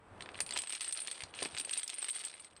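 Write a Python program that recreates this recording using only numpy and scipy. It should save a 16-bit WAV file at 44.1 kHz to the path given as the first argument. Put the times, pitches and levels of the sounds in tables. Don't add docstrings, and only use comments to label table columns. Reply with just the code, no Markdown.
import sys
import numpy as np
from scipy import signal
from scipy.io import wavfile

SR = 44100
rng = np.random.default_rng(int(sys.argv[2]) if len(sys.argv) > 2 else 0)


def to_wav(sig):
    pcm = np.clip(np.atleast_2d(sig), -1, 1) * 32767
    pcm = np.round(pcm).astype(np.int16)
    wavfile.write(sys.argv[1], SR, pcm.T)


N = 114660
HIT_T = np.arange(8192) / SR


def amp(db):
    return 10 ** (np.asarray(db) / 20)


def unit(x):
    return x / np.sqrt(np.mean(x ** 2) + 1e-20)


def fader(points):
    return amp(np.interp(np.arange(N) / SR, *np.transpose(points)))


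def add(mix, start_s, sound):
    part = mix[max(round(start_s * SR), 0):][:len(sound)]
    part += sound[:len(part)]


def wander(rate_hz, shape):
    return unit(signal.lfilter(*signal.butter(2, rate_hz, fs=SR), rng.standard_normal(shape)))


def colour(x, eq, tilt_db=0, corner_hz=np.inf):
    hz = abs(np.fft.fftfreq(len(x), 1 / SR))
    eq_hz, eq_db = np.transpose(eq)
    db = np.interp(np.log(hz + 1), np.log(eq_hz), eq_db) + tilt_db * np.log2(np.clip(hz, 1500, 5500))
    gain = unit(amp(db) / (1 + (hz / corner_hz) ** 4))
    minimum_phase = np.exp(signal.hilbert(np.log(gain + 1e-6)).conj())
    return np.fft.ifft(np.fft.fft(x) * minimum_phase).real


# frequency in Hz, relative level in dB.
WIND_EQ = [(20, -12.5), (55, -12.5), (88, 1.5), (135, -7.5), (250, -10.5), (3000, -83)]
# time in seconds, level in dB.
WIND_FADER = [(0, -67), (.13, -60), (.38, -64), (.5, -68.5), (.8, -77.5), (1.15, -79), (1.42, -69),
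              (1.65, -74.5), (1.9, -88), (2.6, -72)]
def wind(gust_db=2, gust_hz=15):
    rumble = unit(colour(rng.standard_normal(N), WIND_EQ))
    gusts = unit(amp(gust_db * wander(gust_hz, N)))
    return rumble * gusts * fader(WIND_FADER)


# frequency in Hz, relative level in dB.
WASH_EQ = [(40, -34), (130, -5.5), (330, 4.5), (1100, 3), (1900, -5), (7000, -30), (8600, -16),
           (13000, -51)]
# time in seconds, level in dB.
WASH_FADER = [(0, -63.5), (.2, -55.5), (.39, -55), (.45, -61.5), (.55, -54), (.7, -68.5), (1.15, -62),
              (1.45, -56), (1.85, -68), (2.6, -66.5)]
def wash():
    return unit(colour(rng.standard_normal(N), WASH_EQ)) * fader(WASH_FADER)


def echo(x, level_db=-11, t60_s=0.12):
    tail = rng.standard_normal(len(HIT_T)) * np.exp(-np.log(1000) * HIT_T / t60_s) * (HIT_T > .002)
    return amp(level_db) * signal.oaconvolve(x, tail / np.linalg.norm(tail))[:N]


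# start in seconds, relative level in dB,
# decay time constant in seconds, centre in Hz, width in octaves.
LOOP_FALLS = [(0.564, -38, 0.0037, 620, 1.43), (1.227, -59, 0.025, 89, .8),
              (1.421, -39.5, 0.0086, 473, 0.99), (1.45, -49, 0.012, 275, 0.68),
              (1.524, -64, 0.02, 116, 0.66), (1.594, -55, 0.015, 300, 0.42),
              (1.672, -44, 0.0025, 590, 0.86)]
def thumps(rise_s=0.0021):
    out = np.zeros(N)
    octaves = np.linspace(-6, 6, 25)
    for start_s, db, decay_s, hz, width in LOOP_FALLS:
        envelope = (1 - np.exp(-HIT_T / rise_s)) * np.exp(-HIT_T / decay_s)
        eq = np.column_stack([hz * 2 ** octaves, -4 * (octaves / width) ** 2])
        add(out, start_s, 2 * amp(db) * colour(rng.standard_normal(len(HIT_T)) * envelope, eq))
    return out


# frequency in Hz, relative level in dB.
KNOCK_EQ = [(60, -31), (300, -11.5), (1100, -6), (2500, 3.5), (4800, 0.5), (6800, -5.5), (9300, 2),
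            (11000, -18.5), (12800, -31), (14700, -19), (16000, -34)]
def clack_eq(centre_hz=3330, boost_db=4, width_octaves=.25):
    eq_hz, eq_db = np.transpose(KNOCK_EQ)
    hz = np.geomspace(eq_hz[0], eq_hz[-1], 200)
    octaves = np.log2(hz / centre_hz) + rng.random() - .5
    peak_db = boost_db * np.exp(-(octaves / width_octaves) ** 2)
    return np.column_stack([hz, np.interp(np.log(hz), np.log(eq_hz), eq_db) + peak_db])


def knock(hardness_db, force_db, rise_s=0.00034, crack_s=0.00058, shudder_s=0.0029):
    t = HIT_T[:2048]
    since_rebound = t - .003 * rng.random()
    crack = np.exp(-t / crack_s)
    rebound = amp(-10.5) * np.exp(-abs(since_rebound) / crack_s) * (since_rebound > 0)
    shudder = amp(-7) * np.exp(-t / shudder_s)
    burst = rng.standard_normal(len(t)) * (crack + rebound + shudder) * (1 - np.exp(-t / rise_s))
    corner_hz = 9160 * amp(hardness_db + 0.099 * force_db)
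    sound = colour(burst, clack_eq(), hardness_db, corner_hz)
    attack = sound[:round(.003 * SR)]
    return sound / np.sqrt(np.mean(attack ** 2))


MODES_HZ = np.array([[8289], [8985], [14600]])
SHAPE_SPREAD, SIZE_SPREAD = np.array([[.005], [.005], [.016]]), .008
def ring(lower_db, upper_db, t60_s, overtone_db=-31, rise_s=0.00057, flutter_hz=203):
    detune, damping = np.clip(rng.standard_normal((2, 3, 1)), -2, 2)
    size = 1 + SIZE_SPREAD * np.clip(rng.standard_normal(), -2, 2)
    hz = MODES_HZ * size * (1 + SHAPE_SPREAD * detune)
    decay = np.exp(-np.log(1000) * HIT_T / (t60_s * np.exp(0.15 * damping)))
    gains = amp([[lower_db], [upper_db], [max(lower_db, upper_db) + overtone_db]])
    flutter = 0.34 * wander(flutter_hz, (2, 3, len(HIT_T)))
    phase = 2 * np.pi * (hz * HIT_T + rng.random(hz.shape))
    modes = (1 + flutter[0]) * np.cos(phase) - flutter[1] * np.sin(phase)
    return (gains * decay * modes).sum(0) * (1 - np.exp(-HIT_T / rise_s))


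# time in seconds, relative level in dB.
CHATTER_FADER = [(0, -79.5), (.19, -66.5), (.22, -74), (.38, -57), (.44, -65), (.56, -52.5), (.65, -59),
                 (.75, -50), (.97, -52.5), (1.04, -58.5), (1.09, -49), (1.23, -59), (1.28, -63),
                 (1.335, -64.5), (1.35, -56), (1.44, -46), (1.5, -57.5), (1.58, -56), (1.66, -61),
                 (1.73, -49.5), (1.87, -58), (2.04, -52.5), (2.28, -52.5), (2.37, -60), (2.6, -66.5)]
def chatter(links=32, contacts_per_s=280, firm_db=-56, soft_hz=2670, ring_db=-5):
    struck_link = rng.integers(0, links, N)
    motion = fader(CHATTER_FADER)
    firmness = np.minimum(motion / amp(firm_db), 1)
    strength = amp(2.5 * np.minimum(rng.exponential(1, N), 2.5))
    contacts = strength * (rng.random(N) < contacts_per_s * np.sqrt(firmness) / SR)
    knocks, rings = np.zeros((2, N))
    for link in range(links):
        hits = contacts * (struck_link == link)
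        knocks += signal.oaconvolve(hits, knock(hardness_db=rng.normal(-1, 2), force_db=-6))[:N]
        rings += signal.oaconvolve(hits, ring(ring_db, ring_db, t60_s=0.084))[:N]
    soft_knocks = signal.lfilter(*signal.butter(1, soft_hz, fs=SR), knocks)
    rattle = firmness * knocks + (1 - firmness) * soft_knocks + np.sqrt(firmness) * rings
    return rattle / knocks.std() * motion


# start in seconds, knock level in dB, hardness as a tilt in dB per
# octave, then the lower and upper modes' levels in dB, shared between the two links.
COLLISIONS = [(0.2072, -41, -3, -49.5, -61), (0.222, -42, -1, -54, -52.5), (0.2592, -45, -5, -65, -79),
              (0.2896, -42.5, -4.5, -76, -73), (0.3437, -45, -4.5, -79, -77), (0.354, -44.5, -6, -71, -71),
              (0.389, -43, -4.5, -65, -61), (0.4042, -28.5, 2.5, -33.5, -49), (0.411, -45, -2, -54, -30.5),
              (0.4634, -43, 4, -51, -38.5), (0.491, -43, -1, -52, -46), (0.508, -35, 1, -42, -46),
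              (0.5233, -37.5, -1.5, -40, -57), (0.535, -49, 0, -34.5, -56), (0.5612, -36.5, -3.5, -41, -60),
              (0.5663, -36.5, -2, -41, -52), (0.5746, -30.5, 5, -48, -50), (0.5877, -34, 4.5, -32, -39),
              (0.619, -38, 5, -42, -43), (0.6363, -42.5, -2, -41, -51), (0.672, -43.5, -0.5, -35, -54),
              (0.695, -45, 2, -35, -52), (0.7036, -42.5, 0, -41, -36.5), (0.724, -36.5, 3, -61, -36.5),
              (0.7316, -40, -2, -35, -56), (0.751, -37.5, 3, -41, -62), (0.8082, -35.5, 4, -44, -35.5),
              (0.816, -40.5, -0.5, -33, -56), (0.8242, -49, 3, -36.5, -46), (0.8449, -39.5, 5, -37, -52),
              (0.879, -52, -1.5, -32.5, -36.5), (0.9245, -37.5, 10, -30.5, -35),
              (0.9382, -77, -13, -42, -35), (0.9733, -37, 5, -44, -37), (0.991, -42.5, -1.5, -47, -62),
              (1.0025, -43, 11, -46, -36), (1.017, -46.5, 0.5, -39.5, -35.5), (1.047, -55, 3, -47, -48),
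              (1.073, -37.5, 6, -58, -38), (1.0808, -39.5, -4.5, -48, -53), (1.1132, -38, 2.5, -35.5, -38),
              (1.2057, -39.5, -1, -48, -45), (1.2208, -41.5, -3, -67, -74), (1.2359, -38, -0.5, -65, -70),
              (1.3391, -44.5, -4, -63, -81), (1.389, -38, -2.5, -68, -64), (1.404, -45, 0, -48, -58),
              (1.4234, -40, -6, -48, -51), (1.4267, -33, 2, -33.5, -34), (1.4499, -36.5, 1.5, -49, -46),
              (1.4559, -37, -9.5, -38.5, -49), (1.5481, -40.5, -2, -41.5, -67),
              (1.567, -39, -3.5, -57, -57), (1.575, -36, -0.5, -64, -67), (1.583, -36.5, 3.5, -31, -47),
              (1.5983, -33.5, 5.5, -42, -36), (1.6113, -39.5, 5, -63, -53), (1.6484, -42.5, 0, -33, -42),
              (1.6942, -36.5, 1.5, -42, -45), (1.7099, -44.5, -4, -32.5, -35),
              (1.7305, -39.5, 1.5, -33.5, -50), (1.7355, -35.5, 4, -34.5, -40),
              (1.7704, -43, -2.5, -63, -52), (1.7752, -37, 5, -29.5, -32.5), (1.7948, -41.5, 4, -35, -66),
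              (1.8314, -38.5, 2, -32.5, -36.5), (1.8782, -36, 15, -63, -60), (1.8938, -43, -1, -39, -56),
              (1.8995, -36.5, 4, -63, -64), (1.9321, -44, -3.5, -45, -54), (1.9397, -46, 10, -38, -42),
              (1.9828, -46.5, -4.5, -41, -34), (2.0201, -46.5, 1, -30, -48),
              (2.0268, -41.5, -3.5, -39, -43), (2.0438, -38, -1.5, -36, -34.5),
              (2.0839, -43, -4, -31.5, -37.5), (2.0886, -39.5, -0.5, -32, -61),
              (2.0985, -38.5, 4, -57, -58), (2.1053, -66, 8, -30, -32.5), (2.1494, -44.5, 25, -34, -47),
              (2.1574, -48.5, -4, -35, -37), (2.1922, -45.5, 15, -40, -51), (2.2102, -51, 7, -39, -44),
              (2.241, -44, -4.5, -46, -40), (2.2498, -39.5, 15, -31, -40), (2.34, -48, -3.5, -49, -46.5),
              (2.397, -51, -2.5, -47, -46), (2.4455, -52, 1, -43.5, -60), (2.5643, -53.5, -1, -54, -81)]
def clinks(usual_knock_db=-44, partner_db=-7.5, max_lag_s=.007):
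    out = np.zeros(N)
    shares = unit(amp([0, partner_db])) / np.sqrt(2)
    for start_s, knock_db, hardness_db, lower_db, upper_db in COLLISIONS:
        add(out, start_s, amp(knock_db) * knock(hardness_db, force_db=knock_db - usual_knock_db))
        for lag_s, share in zip([0, max_lag_s * rng.random()], shares):
            add(out, start_s + lag_s, share * ring(lower_db, upper_db, t60_s=0.074))
    return out


def scene():
    chain = clinks() + chatter() + thumps()
    return (chain + wind() + echo(chain) + wash())[None]


def record(dry):
    high_cut = signal.firwin(301, 16200, window=("kaiser", 9), fs=SR)
    return signal.oaconvolve(dry, high_cut[None], "same")


dry = scene()
out = record(dry)
to_wav(out)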